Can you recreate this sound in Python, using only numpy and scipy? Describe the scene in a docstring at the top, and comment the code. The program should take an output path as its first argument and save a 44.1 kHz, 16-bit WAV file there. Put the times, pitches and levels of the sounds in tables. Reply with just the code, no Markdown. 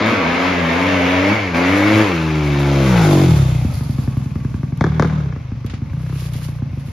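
"""Dirt bike passing on a wooded trail

Stereo, ear height 1.5 m, 1.8 m off the trail: a single-cylinder four-stroke comes up in short bursts of
throttle, rolls off, passes close at about 3.15 s and coasts away. Each engine cycle sends a filtered puff
through the silencer; shaped noise in step with the cycles makes the rasp, intake, valve gear and cases.
On the overrun, impulses make hard charges thump and crack, and twice the exhaust bangs. Random echoes are
the trunks; noise and grains are dry leaves under the tyres and nearby, twigs, ticks and the hush of the wood."""
import sys
import numpy as np
from scipy import signal
from scipy.fft import rfft, irfft, next_fast_len
from scipy.io import wavfile
from scipy.ndimage import uniform_filter1d

SR = 44100
rng = np.random.default_rng(int(sys.argv[2]) if len(sys.argv) > 2 else 0)


def put_to_file(sound):
    """Save the sound as 16-bit audio at rate SR, in the file named by the first command-line argument."""
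    columns = np.atleast_2d(sound).T  # one column per channel
    safe = np.clip(columns, -1, 1)
    whole_steps = np.round(safe * 32767)
    wavfile.write(sys.argv[1], SR, whole_steps.astype(np.int16))


N = 305157
SIZE = next_fast_len(N + SR)
SIZE += SIZE % 2
HZ = np.maximum(np.arange(SIZE // 2 + 1) * SR / SIZE, 1)
TIME = np.arange(N) / SR

# Straight ride past the microphone; the two heights set the lag of the ground bounce
PASSING_S, NEAREST_M, SPEED_M_S = 3.15, 1.8, 7.2
PIPE_HEIGHT_M, EAR_HEIGHT_M = 0.601, 1.482

# Bursts of throttle: opens t/s, speed then/(cycles/s), eases t/s, speed then/(cycles/s),
# bend of the climb (over 1 = quick at first), throttle 0-1, throttle left on afterwards 0-1
THROTTLE_BURSTS = [(0.0, 104.4, 0.12, 114.7, 1.1, 0.99, 0.94), (0.235, 79.53, 0.49, 92.7, 1.5, 0.92, 0.79),
                   (0.69, 82.37, 0.88, 94.56, 1.2, 0.89, 0.95),
                   (1.05, 88.2, 1.332, 113.1, 0.4, 0.941, 0.015),
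                   (1.542, 82.52, 2.02, 107.3, 1.6, 0.87, 0.23)]
# Throttle shut, rolling past and away: t/s, engine speed/(cycles/s)
COASTING = [(2.16, 80.5), (2.36, 76.5), (2.55, 70.6), (2.7, 70.5), (2.8, 68.4), (2.87, 65.2), (2.95, 59.3),
            (3.05, 51), (3.15, 46.3), (3.22, 47), (3.29, 42), (3.36, 35.5), (3.46, 31.5), (3.56, 29.5),
            (3.72, 25.2), (3.9, 22.5), (4.77, 21.6), (4.83, 33), (4.93, 40), (5.19, 38.5), (5.3, 30),
            (5.4, 24), (5.82, 23.2), (5.97, 31.5), (6.2, 31.2), (6.55, 28.6), (6.9, 26.8)]
SAG_BEND, THROTTLE_OPENS_S = 1.2, 0.012
# Bumps in the trail jolt the driven wheel: rms share of engine speed at full load, random steps per s
JOLT_SHARE, JOLT_STEPS_PER_S = 0.009, 22

# Exhaust close by, throttle shut: engine speed/(cycles/s), boom, bark, rasp, blare level/dB
EXHAUST_LEVELS = [(21.96, -16.5, -36, -48.5, -58), (25.4, -15.5, -35, -43.5, -35),
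                  (29.1, -11.5, -30.5, -44, -35), (38.4, -7, -22.5, -41.5, -33.5),
                  (47.2, -12, -13, -30, -21), (57.66, -9, -27, -23, -19), (66.5, -11, -14.5, -25.5, -26),
                  (76.3, -12, -12.5, -26, -25), (86.6, -16, -13.5, -26.5, -7.5), (113, -15.5, -9, -26, -16)]
# Hot gas and the approach shift the resonances: t/s, boom pitch ratio, bark and blare pitch ratio
PIPE_TUNING = [(0, 1.27, 1), (1.0, 1.076, 1.013), (1.9, 1.12, 1.113), (2.3, 1.22, 1.284),
               (2.9, 1.216, 1.194), (3.06, 1.13, 1.27), (3.2, 1.16, 1.2), (3.42, 1.014, 1.23),
               (4.5, 1.043, 0.65), (5.12, 1.184, 1.01), (5.5, 0.9, 1.12), (6.02, 1.076, 1.1),
               (6.55, 1.02, 1.06), (6.9, 1.01, 1.26)]
# Silencer chambers that hold back the low notes of each puff: f/Hz, width/Hz
SILENCER_CHAMBERS = [(120, 161), (240, 313)]
# Round boom of the puff: f/Hz, level/dB
BOOM_SPECTRUM = [(25, -53), (45, -10.5), (65, 2.5), (92, -0.5), (132, 10.5), (160, 3.5), (185, -13.5),
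                 (210, -17), (280, -50), (500, -31.5), (4000, -120)]
# Slack, deep puff of a missed charge: f/Hz, level/dB
SLACK_SPECTRUM = [(25, -61), (48, -4), (70, 6), (100, 7), (130, -14), (170, -18), (280, -39), (4000, -120)]
# Harder bark of the puff: f/Hz, level/dB
BARK_SPECTRUM = [(110, -90.5), (190, 2), (240, 8), (275, 10.5), (320, 1), (385, -10.5), (480, -8.5),
                 (600, -12), (720, -45), (1200, -46), (2200, -35), (4000, -31), (12000, -87)]
# Hard ring of the open pipe mouth: f/Hz, level/dB
BLARE_SPECTRUM = [(200, -36.5), (300, -1.5), (380, 3.5), (470, 1), (560, -3.5), (670, 2), (800, -10.5),
                  (950, -19), (1200, -27.5), (1500, -27), (2500, -31), (12000, -75)]
# Rasp of the gas jet: f/Hz, level/dB
RASP_SPECTRUM = [(250, -11.5), (450, 5.5), (620, 7.5), (780, 2), (980, 4), (1250, 0.5), (1900, -0.5),
                 (2230, 5), (2400, 0.5), (2680, -2), (3000, -7.5), (4000, -12.5), (6600, -23.5),
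                 (11000, -77), (14000, -71)]
# Combustion is lumpy at low speed and ragged at the very top (cycles/s)
LUMPY_BELOW, RAGGED_ABOVE = 29, 109
UNEVEN_DB = 0.7  # spread of puff volume where the lumpiness is 1
# Near idle some charges miss: below cycles/s, chance that a charge is unlucky
MISSES_BELOW, UNLUCKY_CHANCE = 28, 0.8
# Under load the boom wavers: rms depth at full load, random steps per s
BOOM_WAVER_DB, BOOM_WAVER_STEPS_PER_S = 2.2, 22
GAS_REPEAT_LEVEL = 0.32  # noise repeated every cycle, against fresh noise

# Hard firings on the overrun: t/s, thump level/dB and crack level/dB, both before trim
HARD_FIRINGS = [(3.418, -15, -27), (3.547, -21, -41), (3.647, -7, -31), (3.808, -14, -25),
                (3.893, -10, -36), (3.984, -9.5, -25.5), (4.076, -9.5, -26), (4.169, -9.5, -34),
                (4.258, -14.5, -35), (4.356, -11, -25.5), (4.448, -12, -25), (4.542, -11.5, -25),
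                (4.632, -11.5, -25), (4.723, -13, -30), (4.8098, -6, -10), (4.841, -18, -11),
                (4.866, -20, -18), (4.997, -7, -9), (5.024, -18, -10), (5.047, -14.5, -15.5),
                (5.362, -20, -26.5), (5.518, -15, -31), (5.645, -13.5, -27), (5.735, -15.5, -28),
                (5.818, -14.5, -29), (5.933, -21.5, -29), (6.096, -28, -34), (6.126, -28, -34),
                (6.155, -26, -44), (6.352, -19, -40), (6.485, -20.5, -32), (6.621, -12.5, -32),
                (6.73, -20, -47), (6.772, -18, -35), (6.881, -20.5, -45)]
# Fuel crackling at every puff as the engine picks up: from t/s, until t/s, front level/dB
AFTERBURN_SPELLS = [(4.87, 5.35, -31), (5.96, 6.6, -34.5)]
# Thump in the silencer: f/Hz, level/dB
THUMP_SPECTRUM = [(25, -27), (50, -9), (80, -4.5), (135, 0), (185, -5.5), (240, -3.5), (330, -17.5),
                  (450, -30.5), (800, -35), (2000, -110), (8000, -100)]
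# Crack in the pipe: f/Hz, level/dB
CRACK_SPECTRUM = [(120, -43), (300, 6.5), (550, 2.5), (800, -5.5), (1150, -2.5), (1400, -6.5), (1680, -4.5),
                  (1900, -14.5), (2200, -11), (2700, -41), (6000, -29), (12000, -64)]
# Bright shock of a backfire: f/Hz, level/dB
SHOCK_SPECTRUM = [(500, -9), (2000, 0), (3500, 11), (6500, -11), (9000, -10), (14000, -23)]

# The intake snarls forwards and is shadowed once the bike is past: level close by, shadow's time scale
INTAKE_DB, INTAKE_SHADOW_S = -19, 0.032
# Intake snarl: f/Hz, level/dB
INTAKE_SPECTRUM = [(300, -52), (700, 0), (950, -5), (1200, -0.5), (1500, 6.5), (1780, -14), (2080, 4),
                   (2400, -16), (2800, -21), (6000, -9.5), (14000, -46)]
# Valve gear and chain: level close by at 60 cycles/s, rise per doubling of speed
CLATTER_DB, CLATTER_DB_PER_OCTAVE = -30, 8
# Valve gear and chain: f/Hz, level/dB
CLATTER_SPECTRUM = [(250, -26), (500, -4), (850, 14), (1200, 2.5), (1500, 4.5), (1800, -17), (2200, -14),
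                    (2700, -11), (3100, 5), (3600, 2), (6500, -4.5), (14000, -75)]
# Ringing engine cases: f/Hz, width/Hz, level/dB close by at 30 cycles/s, share of the spreading loss
CASE_RINGS = [(1173, 240, -46.5, 0.38), (2163, 35, -50.5, 0.63), (2600, 186, -45, 0.66),
              (3580, 340, -42, 1.6)]
# The cases ring out backwards, so they are loudest just after the pass
CASES_LAG_S, CASES_DB_PER_OCTAVE, CASES_LOAD_DB = 0.1, 7, 6
# Whining gears: tooth meshes per engine cycle, relative level/dB
GEAR_NOTES = [(37, -3), (52, 9.5)]
# Level close by, random steps per s that roughen each note, cycles/s below which they show
WHINE_DB, WHINE_STEPS_PER_S, WHINE_BELOW = -39, 98, 27.5

# Tyres in dry leaves: level close by, rise when the rear wheel is driven at full load
TYRES_DB, WHEELSPIN_DB = -24.5, 18
# Crushed leaves: f/Hz, level/dB
LEAF_SPECTRUM = [(200, 15.5), (700, 17), (1200, 9.5), (1700, 6.5), (2600, 4.5), (4000, 1.5), (6500, -1),
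                 (10500, -5), (14000, -8.5)]
# Leaves and dirt falling back on the trail: thickest moment, level then, rise and fall
SPRAY_S, SPRAY_DB, SPRAY_RISE_DB_PER_S, SPRAY_FALL_DB_PER_S = 3.75, -45, 50, 30
# Falling leaves and dirt: f/Hz, level/dB
SPRAY_SPECTRUM = [(800, -26), (2500, -17), (4500, 8), (7000, -8), (11000, 1), (14000, -8)]
# Leaves stirred close by: t/s, level/dB at the height of the swell
LEAF_STIRS = [(5.719, -67), (6.11, -50), (6.251, -40.5), (6.449, -41), (6.898, -51)]
RUSTLE_RISE_DB_PER_S, RUSTLE_FALL_DB_PER_S = 65, 136
# Leaves stirred close by: f/Hz, level/dB
RUSTLE_SPECTRUM = [(300, -15), (1200, -2.5), (2700, 1), (5000, -1), (7000, -7.5), (11000, -3.5),
                   (14000, -11)]
# Twigs snapping: t/s, level/dB before trim
TWIG_SNAPS = [(4.7728, -42), (5.273, -57), (5.663, -33.5), (5.698, -31.5), (5.738, -33.5), (6.092, -39),
              (6.127, -48), (6.2584, -38), (6.335, -32), (6.8835, -44)]
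# Splintering twig: f/Hz, level/dB
SNAP_SPECTRUM = [(500, 16.5), (2500, 20.5), (5000, 13), (11000, -6), (15000, -67)]
# Bright ticks in the litter: t/s, level/dB before trim
LITTER_TICKS = [(3.935, -36), (4.0108, -39), (4.1744, -33), (4.7746, -29), (5.6638, -27), (6.336, -23),
                (6.8833, -42)]
# Hush of the wood: f/Hz, level/dB
AIR_SPECTRUM = [(20, -36), (60, 23), (200, -26), (600, -5), (2500, -8), (6000, -9), (14000, -122)]

# Scattered over direct sound, least while the bike is near and faces the listener:
# t/s, level/dB before each exhaust voice's own offset
SCATTER_LEVEL = [(0, -4), (1.2, -6), (1.8, -9), (2.6, -11), (3.1, -11), (3.5, -9), (4.2, -8), (5.2, -9),
                 (6.9, -6)]
# Left-right difference against the common sound: f/Hz, level/dB
STEREO_WIDTH = [(60, -15.5), (200, -10.5), (350, -8.5), (600, -3), (1200, -1), (2300, -2.5), (4500, -3.5),
                (9500, 7), (14000, -17)]
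WOODS_T60_S = 1
# Echoes off the nearest trunks: strength, rms wander of the lag, random steps per s
TRUNK_ECHO, TRUNK_WANDER_S, TRUNK_STEPS_PER_S = 0.3, 0.0004, 4
CUTOFF_HZ = 13900


def exhaust(pipe, cycles, rate, front_db=2.15, jitter_s=.00005):
    """One puff per cycle: a round boom, a harder bark, a blare from the pipe mouth and a rasp on top."""
    scatter_db, = in_time(SCATTER_LEVEL)
    boom_ratio, bark_ratio = in_time(PIPE_TUNING)
    times = puff_times(cycles)
    chance = rng.standard_normal(size=(600, 3))[:len(times)]
    speeds = np.interp(times, TIME, rate)
    ragged = np.minimum((speeds / RAGGED_ABOVE) ** 40, 3)
    lumpy = .5 + (LUMPY_BELOW / speeds) ** 3 + ragged
    times = times + jitter_s * lumpy * chance[:, 0]
    volumes = from_db(UNEVEN_DB * lumpy * chance[:, 1])
    # the steep front of the puff varies more from cycle to cycle than its volume
    fronts = volumes * from_db(front_db * lumpy * chance[:, 2])

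    # a miss is followed by a good charge
    unlucky = (rng.random(600)[:len(times)] < UNLUCKY_CHANCE) & (speeds < MISSES_BELOW)
    missed = unlucky & ~np.roll(unlucky, 1)
    good_puffs = tuned_pipe(times, volumes * ~missed, response(BOOM_SPECTRUM) * pipe, boom_ratio)
    slack_puffs = tuned_pipe(times, volumes * missed, response(SLACK_SPECTRUM) * pipe, boom_ratio)
    boom = steady(woods(good_puffs + slack_puffs, scatter_db - 6), span_s=0.068)
    waver_db = BOOM_WAVER_DB * load(release_s=0.14) * drift(BOOM_WAVER_STEPS_PER_S)
    boom = boom * from_db(waver_db)

    bark = tuned_pipe(times, fronts, response(BARK_SPECTRUM) * pipe, bark_ratio)
    bark = steady(ground(woods(bark, scatter_db - 6), bounce=0.42))
    rasp = through(jet(cycles, rate), response(RASP_SPECTRUM))
    rasp = steady(woods(ground(rasp[None], bounce=0.13)[0], scatter_db + 4))
    blare = tuned_pipe(times, fronts, response(BLARE_SPECTRUM) * pipe, bark_ratio)
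    blare = steady(ground(woods(blare, scatter_db - 1), bounce=0.64))
    return (boom * loudness(rate, "boom", load_db=3.0, release_s=0.03, spreading=0.52)
            + bark * loudness(rate, "bark", load_db=10.5, release_s=0.032, spreading=0.85)
            + rasp * loudness(rate, "rasp", load_db=12.5, release_s=0.24, spreading=0.17)
            + blare * loudness(rate, "blare", load_db=3.5, release_s=0.09, spreading=1.34))


def jet(cycles, rate, flutter_db=1.0):
    """Gas tears out of the pipe at each puff, partly alike from cycle to cycle."""
    gas = rng.standard_normal(N) + GAS_REPEAT_LEVEL * each_cycle(cycles, count=256)
    pulsing = gas * throb(cycles, rate, decay_s=0.0036, floor=0.62)
    return trunks(pulsing * from_db(flutter_db * drift(40)))


def silencer():
    """Each chamber delays the sound near its resonance, so a puff sweeps downward in pitch."""
    gain = 1
    for hz, width_hz in SILENCER_CHAMBERS:
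        pole = hz ** 2 - HZ ** 2 + 1j * HZ * width_hz
        gain = gain * np.conj(pole) / pole
    return gain


def tuned_pipe(times, sizes, gain, ratio):
    """Puffs ring in a pipe whose resonances all rise and fall together: its clock runs fast or slow."""
    clock = np.cumsum(ratio) / SR
    puffs = np.bincount((np.interp(times, TIME, clock) * SR).astype(int), sizes)
    return read(irfft(rfft(puffs, SIZE) * gain), clock)


def loudness(rate, column, load_db, release_s, spreading):
    """Gain of one exhaust voice, set by engine speed, load and its share of the spreading loss."""
    levels = np.array(EXHAUST_LEVELS)
    column_index = 1 + ["boom", "bark", "rasp", "blare"].index(column)
    shut_db = np.interp(rate, levels[:, 0], levels[:, column_index])
    return from_db(shut_db + load_db * load(release_s) + spreading * spreading_db())


def engine_cycles():
    """Cycles turned so far, shifted so that every hard firing falls on a whole cycle; and engine speed."""
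    rate = engine_speed()
    turned = np.cumsum(rate) / SR
    times = np.array(HARD_FIRINGS)[:, 0]
    slip = np.unwrap(np.interp(times, TIME, turned) % 1, period=1)
    return turned - np.interp(TIME, times, slip), rate


def engine_speed():
    """Cycles per second: the engine climbs in each burst, sags until the next and at last coasts."""
    rate = np.full(N, float(THROTTLE_BURSTS[0][1]))
    following = [row[:2] for row in list(THROTTLE_BURSTS)[1:]] + [COASTING[0]]
    for (opens, low, eases, top, bend, _, _), (next_s, next_low) in zip(THROTTLE_BURSTS, following):
        climb = glide(opens, low, eases, top, bend)
        sag = glide(eases, top, next_s, next_low, SAG_BEND)
        rate = np.where(TIME >= opens, np.where(TIME < eases, climb, sag), rate)
    rate = np.where(TIME >= COASTING[0][0], in_time(COASTING)[0], rate)
    return rate * (1 + JOLT_SHARE * load(release_s=0.099) * drift(JOLT_STEPS_PER_S))


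def glide(start_s, start, end_s, end, bend):
    """A move from one speed to another."""
    left = np.clip((end_s - TIME) / (end_s - start_s), 0, 1)
    return end + (start - end) * left ** bend


def load(release_s):
    """Engine load, 0-1: it comes quickly with the throttle and dies away after it."""
    throttle = np.full(N, float(THROTTLE_BURSTS[0][5]))
    for opens, _, eases, _, _, held, left_on in THROTTLE_BURSTS:
        throttle[TIME >= opens] = held
        throttle[TIME >= eases] = left_on
    throttle[TIME >= COASTING[0][0]] = 0
    # a running maximum against a ramp lets the load fall no faster than 1 per release_s
    fall = TIME / release_s
    held_load = np.maximum.accumulate(throttle + fall) - fall
    return uniform_filter1d(held_load, int(THROTTLE_OPENS_S * SR))


def puff_times(cycles):
    """The moment of each whole cycle."""
    return np.interp(np.arange(np.ceil(cycles[0]), cycles[-1]), cycles, TIME)


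def each_cycle(cycles, count):
    """One random pattern that repeats with every engine cycle."""
    return np.interp(cycles % 1, np.linspace(0, 1, count), rng.standard_normal(count))


def throb(cycles, rate, decay_s, floor):
    """A gain that jumps at each cycle and dies away towards a floor."""
    return floor + np.exp(-(cycles % 1) / rate / decay_s)


def overrun(pipe, cycles, tear=0.091, tear_s=0.006, pipe_echo=0.096, pipe_echo_s=0.00104):
    """A hard firing thumps in the silencer; unburnt fuel going off in the pipe adds a torn crack."""
    times, thumps_db, cracks_db = np.transpose(HARD_FIRINGS)
    thump = through(strikes(times, from_db(thumps_db + 1)), peak_one(response(THUMP_SPECTRUM) * pipe))
    sizes = from_db(cracks_db + 7)
    # weak charges burn with hardly any crack
    fronts = strikes(times, sizes ** 2 / (sizes + .18)) + afterburn(cycles)
    flame = dying(fronts, tear_s)
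    # the front comes back once, inverted, from the open end of the pipe
    returned = pipe_echo * read(fronts, TIME - pipe_echo_s)
    burst = fronts - returned + tear * flame * rng.standard_normal(N)
    crack = through(burst, peak_one(response(CRACK_SPECTRUM) * pipe))
    # weighting by the flame lets only the strongest fronts steepen into a bright shock
    shock = from_db(-13) * through(burst * flame, peak_one(response(SHOCK_SPECTRUM)))
    return woods(thump, wet_db=-6.5) + woods(crack, wet_db=-10.0) + woods(shock, wet_db=1.0)


def afterburn(cycles, uneven_db=4.0):
    """A small uneven crack on every puff while fuel burns on in the pipe."""
    times = puff_times(cycles)
    sizes = sum(from_db(db) * ((times > start_s) & (times < end_s)) for start_s, end_s, db in AFTERBURN_SPELLS)
    return strikes(times, sizes * from_db(uneven_db * rng.standard_normal(600)[:len(times)]))


def intake(cycles, rate, loose=0.42, wet_db=-12, spreading=4.0, lead_s=0.082):
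    """A gulp of air every cycle gives a snarl of close harmonics that falls with the engine."""
    gulps = each_cycle(cycles, count=200) + loose * rng.standard_normal(N)
    gulps = gulps * throb(cycles, rate, decay_s=0.018, floor=1.0)
    facing = .5 - .5 * np.tanh((TIME - PASSING_S + lead_s) / INTAKE_SHADOW_S)
    snarl = steady(ground(woods(through(gulps, response(INTAKE_SPECTRUM)), wet_db), bounce=0.16))
    return snarl * facing * from_db(INTAKE_DB + spreading * spreading_db())


def valve_gear(cycles, rate, loose=2.3, wet_db=-6, spreading=0.99):
    """The mechanism repeats one clatter every cycle under looser noise; it shows when the bike is near."""
    rattle = each_cycle(cycles, count=320) + loose * rng.standard_normal(N)
    rattle = rattle * throb(cycles, rate, decay_s=0.027, floor=1.0)
    clatter = trunks(through(rattle, response(CLATTER_SPECTRUM)))
    level_db = CLATTER_DB + CLATTER_DB_PER_OCTAVE * np.log2(rate / 60) + spreading * spreading_db()
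    return steady(ground(woods(clatter, wet_db), bounce=0.18)) * from_db(level_db)


def cases(cycles, rate, wet_db=-6, waver_db=3):
    """The engine cases ring, each note wavering, a little sharp on the way in and flat on the way out."""
    near_db = read(spreading_db(), TIME - CASES_LAG_S)
    rings = 0
    for hz, width_hz, db, spreading in CASE_RINGS:
        damping = 1j * HZ * width_hz
        note = rms_one(through(rng.standard_normal(N), damping / (hz ** 2 - HZ ** 2 + damping)))
        rings = rings + note * from_db(db + spreading * near_db + waver_db * drift(7.7))
    # the changing travel time bends the pitch
    heard = read(rings, TIME - (distance_m() - NEAREST_M) / 343)
    heard = heard * rms_one(throb(cycles, rate, decay_s=0.01, floor=0.4))
    level_db = CASES_DB_PER_OCTAVE * np.log2(rate / 30) + CASES_LOAD_DB * load(release_s=0.12)
    return woods(heard * from_db(level_db), wet_db)


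def gear_whine(cycles, rate, wet_db=-9, spreading=1.18):
    """Near idle the slack gears whine: rough notes that follow the engine speed."""
    notes = sum(from_db(db) * np.sin(2 * np.pi * teeth * cycles) * drift(WHINE_STEPS_PER_S)
                for teeth, db in GEAR_NOTES)
    slack = 1 / (1 + (rate / WHINE_BELOW) ** 12)
    return woods(rms_one(notes) * slack * from_db(WHINE_DB + spreading * spreading_db()), wet_db)


def tyres(spreading=1.78):
    """The tyres crush leaves, harder under power; so low a sound fades fast with distance."""
    level_db = TYRES_DB + WHEELSPIN_DB * load(release_s=0.17) + spreading * spreading_db()
    return leaves(level_db, LEAF_SPECTRUM, per_s=5900, hiss=1.0)


def spray():
    """Leaves and dirt flung up by the rear wheel patter down behind the bike."""
    before_db = SPRAY_RISE_DB_PER_S * (SPRAY_S - TIME)
    after_db = SPRAY_FALL_DB_PER_S * (TIME - SPRAY_S)
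    return leaves(SPRAY_DB - np.maximum(before_db, after_db), SPRAY_SPECTRUM, per_s=820, hiss=0.18)


def rustles():
    """Each stir of the nearby leaves swells and dies away."""
    swells_db = [db - np.maximum(RUSTLE_RISE_DB_PER_S * (s - TIME), RUSTLE_FALL_DB_PER_S * (TIME - s))
                 for s, db in LEAF_STIRS]
    return leaves(np.max(swells_db, axis=0), RUSTLE_SPECTRUM, per_s=2500, hiss=0.34)


def leaves(level_db, colour, per_s, hiss):
    """Countless small fractures of dry leaves over a hiss, coming in clumps."""
    born = rng.random((2, N)) < per_s / SR
    sizes = from_db(2.5 * np.minimum(rng.exponential(1, (2, N)), 4))
    clumps = from_db(2.05 * drift(45))
    grains = rng.standard_normal((2, N)) * (hiss + born * sizes) * clumps
    return rms_one(through(grains, response(colour))) * from_db(level_db)


def twigs(decay_s=0.023, level_db=-7):
    """A twig breaks with a brief bright splintering."""
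    times, peaks_db = np.transpose(TWIG_SNAPS)
    splinter = dying(strikes(times, from_db(peaks_db + level_db)), decay_s)
    return splinter * rms_one(through(rng.standard_normal((2, N)), response(SNAP_SPECTRUM)))


def ticks(decay_s=0.0014, level_db=-7):
    """Tiny, very bright ticks in the dry litter: short bursts of differenced noise."""
    times, peaks_db = np.transpose(LITTER_TICKS)
    burst = dying(strikes(times, from_db(peaks_db + level_db)), decay_s)
    return burst * rms_one(np.diff(rng.standard_normal((2, N + 1))))


def air(level_db=-52):
    """The quiet hush of the wood: steady shaped noise."""
    return from_db(level_db) * rms_one(through(rng.standard_normal((2, N)), response(AIR_SPECTRUM)))


def woods(x, wet_db, off_axis=0.32):
    """Direct sound plus a dying cloud of echoes from the trunks, as (mid, side)."""
    t = TIME[:SR]
    echoes = rng.standard_normal((2, SR)) * from_db(-60 * t / WOODS_T60_S) * (1 - np.exp(-t / 0.0045))
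    echoes *= from_db(4 * drift(160)[:SR])  # the cloud is uneven
    echoes /= np.sqrt(np.sum(echoes[0] ** 2))
    return np.array([x, off_axis * x]) + through(x * from_db(wet_db), rfft(echoes, SIZE))


def trunks(x, count=4):
    """Short sliding echoes make the upper partials swell and fade in turn."""
    lags = rng.uniform(.003, .009, count)
    echoes = 0
    for k, lag in enumerate(lags):
        wander = TRUNK_WANDER_S * drift(TRUNK_STEPS_PER_S)
        echoes = echoes + (-1) ** k * read(x, TIME - lag - wander)
    return (x + TRUNK_ECHO * echoes) / np.sqrt(1 + count * TRUNK_ECHO ** 2)


def ground(x, bounce):
    """The ground bounce lags most when the bike is nearest, so a comb sweeps down and up again."""
    lag = 2 * PIPE_HEIGHT_M * EAR_HEIGHT_M / distance_m() / 343
    return x + bounce * np.array([read(channel, TIME - lag) for channel in x])


def distance_m():
    """How far away the bike is."""
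    return np.hypot(NEAREST_M, SPEED_M_S * (TIME - PASSING_S))


def spreading_db():
    """Loss by spreading, against the nearest point."""
    return 20 * np.log10(NEAREST_M / distance_m())


def from_db(db):
    """Decibels to gain."""
    return 10 ** (np.asarray(db) / 20)


def rms_one(x):
    """Scale to rms 1."""
    return x / np.sqrt(np.mean(x ** 2) + 1e-20)


def peak_one(gain):
    """Scale a response so that a unit impulse peaks at 1."""
    return gain / np.abs(irfft(gain)).max()


def in_time(rows):
    """The columns of a curve table, one value per sample."""
    s, *columns = np.transpose(rows)
    return [np.interp(TIME, s, c) for c in columns]


def response(points):
    """Causal (minimum-phase) response with the given spectrum."""
    hz, db = np.transpose(points)
    level_db = np.interp(np.log(HZ), np.log(hz), db)
    cepstrum = irfft(np.log(from_db(level_db)))
    # folding the cepstrum onto positive time makes the response causal
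    cepstrum[1:SIZE // 2] *= 2
    cepstrum[SIZE // 2 + 1:] = 0
    return np.exp(rfft(cepstrum))


def through(x, gain):
    """Pass a sound through a frequency response."""
    return irfft(rfft(x, SIZE) * gain)[..., :N]


def read(x, seconds):
    """A sound read at other moments."""
    return np.interp(seconds * SR, np.arange(len(x)), x)


def drift(per_s):
    """Random wander of rms 1 with the given number of steps per second."""
    knots = rng.standard_normal(int(N / SR * per_s) + 2)
    return rms_one(np.interp(TIME * per_s, np.arange(len(knots)), knots))


def steady(x, span_s=0.046):
    """Hold the running level of a (mid, side) pair, judged on the mid, at 1, keeping its pulses."""
    size = int(span_s * SR)
    power = uniform_filter1d(uniform_filter1d(x[0] ** 2, size), size)
    return x / np.sqrt(power + 1e-14)


def strikes(times, sizes):
    """Impulses at the given moments."""
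    out = np.zeros(N)
    samples = np.round(np.asarray(times) * SR).astype(int)
    np.add.at(out, np.clip(samples, 0, N - 1), sizes)
    return out


def dying(impulses, decay_s):
    """Let each impulse die away exponentially."""
    return signal.lfilter([1], [1, -np.exp(-1 / (decay_s * SR))], impulses + 1e-18)


def scene(left_db=-0.74):
    """All sources as left and right: the bass is mostly common to both, the treble is wide."""
    pipe = silencer()
    cycles, rate = engine_cycles()
    engine = exhaust(pipe, cycles, rate) + overrun(pipe, cycles) + intake(cycles, rate)
    engine = engine + valve_gear(cycles, rate) + cases(cycles, rate) + gear_whine(cycles, rate)
    trail = tyres() + spray()
    wood = rustles() + twigs() + ticks() + air()
    mid, side = engine + trail + wood
    side = through(side, np.abs(response(STEREO_WIDTH)))
    return np.array([(mid + side) * from_db(left_db), mid - side])


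def record(dry, dip_hz=8300, dip_width_hz=560, dip_db=-35):
    """The tallest peaks are rounded, the treble has one narrow dip and the top is cut."""
    rounded = dry / (1 + (dry / .95) ** 6) ** (1 / 6)
    dip = from_db(dip_db * np.exp(-((HZ - dip_hz) / dip_width_hz) ** 4))
    top = 1 / (1 + (HZ / CUTOFF_HZ) ** 120)
    return through(rounded, dip * top)


dry = scene()
out = record(dry)
put_to_file(out)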